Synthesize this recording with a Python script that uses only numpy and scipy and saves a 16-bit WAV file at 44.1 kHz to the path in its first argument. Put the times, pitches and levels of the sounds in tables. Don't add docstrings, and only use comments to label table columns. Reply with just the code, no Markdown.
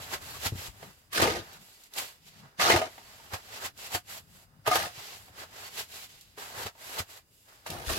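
import sys
import numpy as np
from scipy import signal
from scipy.fft import irfft, next_fast_len
from scipy.io import wavfile

SR = 44100
rng = np.random.default_rng(int(sys.argv[2]) if len(sys.argv) > 2 else 0)


def persist_wave(psi):
    counts = np.round(np.clip(psi, -1, 1) * 32767).astype(np.int16)
    wavfile.write(sys.argv[1], SR, np.atleast_2d(counts).T)


N = 351918

# (frequency [Hz], level [dB])
SAND = [(710, -24), (1200, -2), (1830, -0.5), (2200, -0.5), (2380, -2), (3290, -2.5), (4170, -4.5),
        (4500, -4), (6230, -6), (7490, -3), (8720, -11.5), (12700, -6.5), (15200, -17.5), (16000, -15)]
# (frequency [Hz], level [dB])
GRIT = [(120, -48), (200, -8), (294, -18.5), (334, -11), (387, -9.5), (722, -2.5), (968, -5), (1230, -11),
        (1770, -6), (2050, -14.5), (2330, -11), (4430, -9.5), (8580, -15), (12600, -16), (16000, -24.5)]
# (frequency [Hz], level [dB])
BLADE_MODES = [(265, -0.5), (340, 8), (425, -6), (475, -2), (544, -3), (646, -3), (724, -4), (904, -8.5),
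               (1144, -2.5), (1233, 12.5), (1292, -16.5), (1879, -10.5), (1990, -7), (2139, 0.5),
               (2554, -11), (2803, -6), (3090, -4.5), (3908, -13.5)]
# (frequency [Hz], left-right correlation [-1..1])
CORRELATION = [(40, .75), (110, .92), (350, .92), (650, .68), (1000, .05), (1400, -.45), (2200, 0),
               (15000, 0)]
# (frequency [Hz], left minus right [dB])
BALANCE = [(60, 9.5), (92, 2), (140, 2.5), (210, 9), (330, 2.5), (500, -0.5), (770, 2), (1170, -1.5),
           (1790, -3), (2740, -2.0), (4190, -3.5), (6410, 2), (9810, -2), (15000, -7)]

SIDES = np.array([[1], [-1]])
FFT_SIZE = next_fast_len(N)
HZ = np.arange(FFT_SIZE // 2 + 1) * SR / FFT_SIZE + 1e-3
CLOCK = np.arange(0, N / SR + .002, .001)


def from_db(db):
    return 10 ** (np.asarray(db) / 20)


def unit_power(x):
    return x / np.sqrt(np.mean(x ** 2) + 1e-20)


def at_hz(points, hz):
    f, value = np.transpose(points)
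    return np.interp(np.log(hz + 1), np.log(f), value)


def band(low_hz, high_hz, order=6):
    return ((1 + (low_hz / HZ) ** (2 * order)) * (1 + (HZ / high_hz) ** (2 * order))) ** -.5


def colour(spectrum):
    return from_db(at_hz(spectrum, HZ))


def resonances(modes):
    return np.sqrt(sum(from_db(db) ** 2 / (1 + (2 * (HZ - hz) / width) ** 2) ** 2
                       for hz, width, db in modes))


def wash(gain):
    mid, side = rng.standard_normal((2, 2 * len(HZ)), dtype=np.float32).view(np.complex64)
    pan = from_db(SIDES * at_hz(BALANCE, HZ) / 2)
    alike = at_hz(CORRELATION, HZ)
    spectrum = gain * pan * (np.sqrt(1 + alike) * mid + SIDES * np.sqrt(1 - alike) * side)
    return unit_power(irfft(spectrum.astype(np.complex64), FFT_SIZE)[:, :N])


def drift(rate_hz):
    pole = np.exp(-40 * np.pi * rate_hz / SR)
    slow = signal.lfilter([1], [1, -2 * pole, pole * pole], rng.standard_normal(N // 20 + 2002))[2000:]
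    return np.interp(np.arange(N) / 20, np.arange(len(slow)), unit_power(slow))


def dying(power, t60):
    return signal.lfilter([1], [1, -from_db(-120 / (t60 * SR))], power + 1e-18)


def grains(per_s, spread_db, t60):
    power, caught = np.zeros(N), rng.random(N) < per_s / SR
    power[caught] = from_db(spread_db * np.minimum(rng.exponential(1, N)[caught], 4)) ** 2
    return unit_power(np.sqrt(dying(power, t60)))


def blows(times, levels_db, t60, rise_s):
    power = np.zeros(N)
    power[np.clip(np.round(times * SR).astype(int), 0, N - 1)] = from_db(levels_db) ** 2
    pole = np.exp(-1 / (rise_s * SR))
    return np.sqrt(signal.lfilter([1 - pole], [1, -pole], dying(power, t60)))


def columns(rows):
    return np.transpose(rows)[..., None]


def swells(start, hold, rise, fall):
    outside = np.maximum((start - CLOCK) / rise, (CLOCK - start - hold) / fall)
    return -20 * np.clip(outside, 0, 10) ** 0.97


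def progress(start, length):
    return np.clip((CLOCK - start) / length, 0, 1)


def summed(levels_db, lag_s=0):
    gain = np.sqrt(np.sum(from_db(levels_db) ** 2, axis=0))
    return np.interp(np.arange(N) / SR - lag_s, CLOCK, gain)


def trowel_strokes():
    # (time [s], hold [s], rise [s], hiss [dB],
    # swell over the hold [dB], rasp offset [dB], dust offset [dB])
    sweeps = [(0.0, 0.12, .05, -49, -9, -4, -3.5), (0.22, 0.15, 0.047, -48.5, 4, -2.5, -1.5),
              (0.59, 0.084, 0.11, -44.5, 1, -5, -3), (0.83, 0.08, 0.25, -57, -2, -0.5, -1.5),
              (0.93, 0.15, .05, -69.5, -8, -2, 0.5), (1.44, .13, 0.084, -54.5, 2, -1.5, -5),
              (1.62, 0.25, 0.098, -60, -4, -7.5, -0.5), (2.27, 0.015, 0.078, -54, 3.5, -10.5, -4),
              (2.33, 0.073, 0.1, -59.5, 4.5, -5, -6.5), (2.44, 0.13, 0.073, -69.5, -14.5, 5.5, -6.5),
              (2.9, 0.61, 0.065, -56.5, 1.5, -3.5, -3.5), (3.4, 0.015, 0.041, -78, -1, 1, -13),
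              (3.53, 0.046, 0.063, -43.5, 0.5, -5.5, -6.5), (3.79, 0.081, 0.04, -46, 4, -6.5, -3.5),
              (4.1, 0.081, .045, -46, -2, -5.5, -1.5), (4.36, 0.079, 0.2, -62.5, -3, -3.5, 0.5),
              (4.48, .14, .05, -79.5, 1, 7, -13), (4.99, 0.16, .15, -47, -3.5, -5.5, -6),
              (5.17, 0.13, 0.059, -58.5, -11, -3.5, -0.5), (5.4, 0.043, .08, -47.5, -3.5, -0.5, -5),
              (5.57, .11, 0.13, -48, 1, -3, -4.5), (5.94, 0.11, 0.094, -47, -2, -8, -3),
              (6.1, 0.3, .05, -62.5, -15.5, -10, -4), (6.385, 0.17, 0.02, -49.5, -6.5, -0.5, -2.5),
              (6.58, 0.054, 0.095, -42, 4.5, 0, -3), (6.82, 0.15, 0.085, -47, 7, -3, -1.5),
              (7.1, 0.078, 0.056, -53, -0.5, -3.5, -2), (7.33, .13, 0.13, -69, 2, -28, 3),
              (7.49, 0.17, .05, -64, -7.5, -0.5, -2)]
    # (peak time [s], rise [s], fall [s], hiss [dB], rasp offset [dB], dust offset [dB])
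    flicks = [(0.14, 0.065, 0.048, -35, -1.5, -4), (0.468, .068, 0.029, -28, -6.5, -4),
              (1.985, 0.043, 0.11, -33.5, -5, -2), (3.343, 0.034, 0.04, -37, 1.5, -5),
              (3.658, 0.077, 0.031, -35, -1, -4), (3.954, 0.057, 0.03, -31, -4, -2.5),
              (5.799, 0.088, 0.05, -35, -7, -3.5), (6.668, 0.025, 0.031, -38.5, 1, -5.5),
              (6.995, 0.038, 0.031, -32.5, -0.5, -3.5)]
    time, hold, rise, db, swell_db, rasp_db, dust_db = columns(sweeps)
    glide_db = db + swells(time, hold, rise, fall=0.04) + swell_db * (progress(time, hold) - .5)
    time, rise, fall, db, flick_rasp_db, flick_dust_db = columns(flicks)
    hiss_db = np.vstack([glide_db, db + swells(time, 0, rise, fall)])
    dust = summed(hiss_db + np.vstack([dust_db, flick_dust_db]))
    rasp = summed(hiss_db + np.vstack([rasp_db, flick_rasp_db]))
    return summed(hiss_db), dust, rasp


def trowel(hiss, dust, rasp):
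    # (frequency [Hz], level [dB])
    plate_body = [(150, -17), (250, 0), (302, -13), (366, -7), (397, 1.5), (461, -5), (762, -1.5),
                  (1160, 0), (1620, 1.5), (1800, -2.5), (2340, -21.5), (3960, -120)]
    # (frequency [Hz], width [Hz], level [dB])
    plate_modes = [(730, 540, -5.5), (1980, 62, -1.5), (2680, 93, -0.5), (3170, 37, -14), (3984, 91, 4.5),
                   (4480, 35, 3.5)]
    fine = grains(per_s=1200, spread_db=0, t60=0.13)
    coarse = grains(per_s=900, spread_db=2, t60=0.04)
    rings = sum(wash(resonances([(hz, width, db)])) * from_db(db + 3.5 * drift(rate_hz=12))
                for hz, width, db in plate_modes if hz > 1500)
    sand = wash(colour(SAND) * band(2370, 6470)) * from_db(-2) + unit_power(rings) * from_db(-12)
    pressed = np.sqrt(hiss * rasp) * wash(colour(SAND) * band(1633, 2500)) * from_db(-7.5)
    fizz = wash(colour(SAND) * band(7000, 21000))
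    plate_tone = unit_power(colour(plate_body)) + from_db(-5.5) * unit_power(resonances(plate_modes))
    plate = wash(plate_tone * band(267, 2300))
    return (fine * (hiss * sand + dust * fizz + pressed) + coarse * rasp * plate) * from_db(1)


def trowel_ring(hiss):
    # (frequency [Hz], width [Hz], level [dB])
    free_modes = [(2786, 59, -10), (2893, 61, -3.5), (3620, 35, -4), (4930, 240, -4)]
    follow = 0.38
    return hiss ** follow * from_db(-48.5) * wash(resonances(free_modes))


def crumbs(low_hz, high_hz, count):
    spread_db, t60_cycles = 1.5, 51
    out, age = np.zeros((2, N + SR)), np.arange(SR // 30) / SR
    for when, softness, pitch, left, right in rng.random((count, 5)):
        hz, start = low_hz * (high_hz / low_hz) ** pitch, int(when * N)
        level_db = -spread_db * min(-np.log(1 - softness), 4)
        decay = from_db(level_db - 60 * age * hz / t60_cycles)
        ring = np.sin(2 * np.pi * (hz * age + np.array([[left], [right]])))
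        out[:, start:start + len(age)] += decay * ring
    return unit_power(out[:, :N])


def ground_rumble(dragging):
    # (frequency [Hz], level [dB])
    ground_tone = [(15, -52.5), (25, -8.5), (49, -10), (97, 1.5), (116, -3), (178, -11), (198, -9.5),
                   (259, -10), (300, 5.5), (390, -33), (660, -120)]
    # (time [s], level [dB])
    yard_rumble = [(0.0, -52), (0.6, -53), (1.0, -66.5), (1.5, -61.5), (1.8, -83), (3.0, -61.5),
                   (5.5, -62.5), (7.5, -72)]
    bed = from_db(np.interp(np.arange(N) / SR, *np.transpose(yard_rumble)))
    return np.hypot(dragging, bed) * wash(colour(ground_tone) * band(36, 220)) * from_db(-2)


def still_air():
    # (frequency [Hz], level [dB])
    air_tone = [(60, -5), (170, -12.5), (400, -15), (800, -21), (1400, -19), (2900, -27), (9000, -26.5),
                (12000, -27), (16000, -28)]
    return wash(colour(air_tone)) * from_db(-67)


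def wall_echoes(sound, t60, count=24):
    out = np.zeros((2, N))
    for k, (delay, sign) in enumerate(zip(rng.uniform(.006, .09, count), rng.choice([-1, 1], count))):
        lag = int(delay * SR)
        out[k % 2, lag:] += sign * from_db(-60 * delay / t60) * sound[k % 2, :-lag]
    return signal.sosfilt(signal.butter(2, 600, "high", fs=SR, output="sos"), out)


def grain_snaps():
    # (time [s], level [dB])
    snaps = [(0.2204, -48), (1.53, -42), (1.218, -17), (1.836, -41), (1.936, -34), (3.335, -29),
             (3.7758, -39.5), (4.7552, -17), (5.52, -61), (6.21, -40), (7.666, -34), (7.702, -26.5)]
    time, db = np.transpose(snaps)
    envelope = blows(time, db, t60=0.047, rise_s=0.00048)
    return envelope * wash(colour(SAND) * band(3300, 17000)) * from_db(-6.5)


def stone_clacks():
    # (time [s], impact [dB], ring pitch [Hz], ring [dB])
    strikes = [(0.345, -46, 1150, -47), (0.667, -39, 900, -57), (0.827, -33, 392, -47.5),
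               (1.127, -37, 1150, -46), (1.2, -11.5, 770, -44), (1.221, -12, 330, -25),
               (1.241, -17, 510, -27), (1.25, -19.5, 870, -30), (1.271, -30, 447, -21.5),
               (2.596, -15.5, 2010, -27.5), (2.654, -24.5, 740, -40), (2.699, -5, 540, -39),
               (2.706, -22, 2040, -21.5), (2.738, -22.5, 346, -22.5), (2.76, -9, 644, -25.5),
               (2.787, -19, 653, -37), (2.815, -19.5, 679, -23.5), (2.98, -35, 840, -52),
               (3.14, -46, 730, -68), (3.197, -52, 930, -56), (3.336, -28, 726, -41),
               (3.948, -15, 788, -36), (4.665, -20, 1220, -29.5), (4.674, -16, 438, -28.5),
               (4.712, -14, 1250, -22.5), (4.712, -25, 698, -21.5), (4.756, -8.5, 1290, -37),
               (5.281, -42, 744, -57), (6.375, -36, 402, -45), (6.752, -45, 900, -60),
               (7.662, -26, 617, -46), (7.896, -20, 618, -32.5)]
    time, db = np.transpose(strikes)[:2]
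    crack = blows(time, db - 18.5, t60=0.05, rise_s=.0015) * wash(colour(GRIT) * band(1800, 16000))
    knock = blows(time, db - 8.5, t60=0.045, rise_s=0.001) * wash(colour(GRIT) * band(300, 3000))
    return crack + knock + blade_ring(strikes, t60=0.09, reach_octaves=0.088) * from_db(8)


def blade_ring(strikes, t60, reach_octaves):
    out, age = np.zeros((2, N)), np.arange(SR // 8) / SR
    hz, mode_db = np.transpose(BLADE_MODES)
    envelope = from_db(-60 * age / t60) * (1 - np.exp(-age / 0.0041))
    for time, _, centre_hz, ring_db in strikes:
        nearness = np.exp(-(np.log2(hz / centre_hz) / reach_octaves) ** 2)
        weight = from_db(0.34 * mode_db) * (nearness + 0.046)
        phase = 2 * np.pi * rng.random(len(hz)) + rng.standard_normal((2, len(hz))) * hz / 1600
        ring = weight @ np.sin(2 * np.pi * hz[:, None] * age + phase[..., None]) / np.linalg.norm(weight)
        start = round(time * SR)
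        out[:, start:start + len(age)] += (from_db(ring_db) * envelope * ring)[:, :N - start]
    return out


def low_thuds(t60):
    # (time [s], level [dB], pitch [Hz])
    thuds = [(0.459, -30, 91.5), (0.52, -25.5, 108), (0.551, -32, 96.5), (0.583, -38.5, 89.5),
             (0.681, -42, 53), (1.218, -31, 112), (2.588, -40.5, 183), (2.731, -30, 95.5),
             (2.754, -24.5, 96), (3.332, -36.5, 91.5), (3.943, -33.5, 95), (4.675, -36.5, 120),
             (4.975, -45.5, 116), (5.301, -51, 104), (5.789, -54, 85), (6.574, -45, 99.6),
             (6.653, -39, 101), (6.998, -33, 90), (7.697, -38, 158), (7.873, -29.5, 54.4),
             (7.901, -29, 48.7)]
    thumps, age = np.zeros((2, N)), np.arange(SR // 5) / SR
    for time, db, hz in thuds:
        envelope = from_db(db - 60 * age / t60) * (1 - np.exp(-age / 0.0034))
        thump = envelope * np.sin(2 * np.pi * hz * age)
        pan = from_db(SIDES * at_hz(BALANCE, hz) / 2)
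        start = round(time * SR)
        thumps[:, start:start + len(age)] += pan * thump[:N - start]
    time, db = np.transpose(thuds)[:2]
    slaps = blows(time, db, t60=0.078, rise_s=0.0038) * wash(band(130, 380, order=3))
    return thumps * from_db(5) + slaps * from_db(-11.5)


def low_hum():
    # (peak time [s], rise [s], level [dB])
    hum_swells = [(0.88, 0.1, -54.5), (1.45, 0.08, -64), (1.63, 0.18, -62.5), (2.46, 0.25, -56.5),
                  (4.38, 0.5, -67), (4.6, 0.16, -62.5), (5.8, 0.2, -65), (6.6, 0.32, -70)]
    time, rise, db = columns(hum_swells)
    return summed(db + swells(time, 0, rise, fall=0.044)) * wash(band(132, 180)) * from_db(5.5)


def shovel_strokes():
    # (time [s], bite [s], push [s], drag [s], loss over the drag [dB], then at full push:
    # grit [dB], edge [dB], bowl [dB], heap [dB], rumble [dB], dust offset from grit [dB])
    scoops = [(1.129, 0.011, 0.016, 0.032, -5, -41, -39, -53, -47, -46.5, 6.5),
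              (1.16, 0.026, 0.061, 0.18, 16, -30.5, -26.5, -24.5, -21.5, -32.5, -1),
              (2.603, 0.016, 0.12, 0.15, 22, -28.5, -25, -20.5, -23.5, -37.5, -1.5),
              (4.674, 0.017, .005, 0.013, 11.5, -35.5, -27.5, -19.5, -30, -38, 5.5),
              (4.716, 0.04, 0.028, 0.12, 7, -33.5, -31.5, -30, -39, -43, 2.5),
              (7.668, 0.021, .045, 0.16, 7.5, -48, -44, -38, -39.5, -44, 5),
              (7.872, 0.039, 0.042, 0.12, 1, -37, -39.5, -38.5, -39, -41, 4)]
    # (grit [dB], edge [dB], bowl [dB], heap [dB], rumble [dB])
    push_growth = [1.4, 1.7, 12, 16.4, 11]
    time, bite, push, drag, loss_db, *layers_db, dust_db = columns(scoops)
    stroke_db = swells(time, push + drag, bite, fall=0.042) - loss_db * progress(time + push, drag)
    grit, edge, bowl, heap, rumble = [stroke_db + db - growth_db * (1 - progress(time, push))
                                      for db, growth_db in zip(layers_db, push_growth)]
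    shaking = summed(rumble, lag_s=0.015)
    return summed(grit), summed(grit + dust_db), summed(edge), summed(bowl), summed(heap), shaking


def shovel(grit, dust, edge, bowl, heap):
    modes = [(hz, 16 + hz * 0.0086, db) for hz, db in BLADE_MODES]
    steel = unit_power(resonances(modes)) * from_db(-6.5) + unit_power(colour(GRIT)) * from_db(7.5)
    slips = from_db(1.4 * drift(rate_hz=32))
    sand = grains(per_s=2000, spread_db=2.5, t60=0.041)
    stones = grains(per_s=700, spread_db=0, t60=0.095)
    spray = grit * wash(steel * band(2400, 7400)) + dust * wash(steel * band(8000, 17000)) * from_db(-7.5)
    rasp = edge * wash(steel * band(1100, 2600)) * from_db(-3.57)
    hollow = bowl * wash(steel * band(580, 950)) * from_db(-5.5)
    shifting = heap * wash(steel * band(240, 500)) * from_db(-6.5)
    return slips * (sand * (spray * from_db(0.03) + rasp) + stones * (hollow + shifting))


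def scene():
    hiss, dust, rasp = trowel_strokes()
    grit, grit_dust, edge, bowl, heap, shaking = shovel_strokes()
    tools = trowel(hiss, dust, rasp) + trowel_ring(hiss)
    tools += edge * from_db(-4) * crumbs(low_hz=1080, high_hz=5000, count=1500)
    tools += rasp * from_db(-11.5) * crumbs(low_hz=738, high_hz=5750, count=900)
    tools += shovel(grit, grit_dust, edge, bowl, heap) + stone_clacks() + grain_snaps()
    echoes = wall_echoes(tools, t60=0.1) * from_db(-6.5)
    dragging = np.hypot(shaking, rasp * from_db(-13.5))
    return tools + echoes + low_hum() + still_air() + low_thuds(t60=0.087) + ground_rumble(dragging)


def record(dry):
    low_cut = signal.butter(2, 35, "high", fs=SR, output="sos")
    high_cut = signal.ellip(12, .1, 80, 15900, fs=SR, output="sos")
    return signal.sosfilt(high_cut, signal.sosfilt(low_cut, dry))


dry = scene()
out = record(dry)
persist_wave(out)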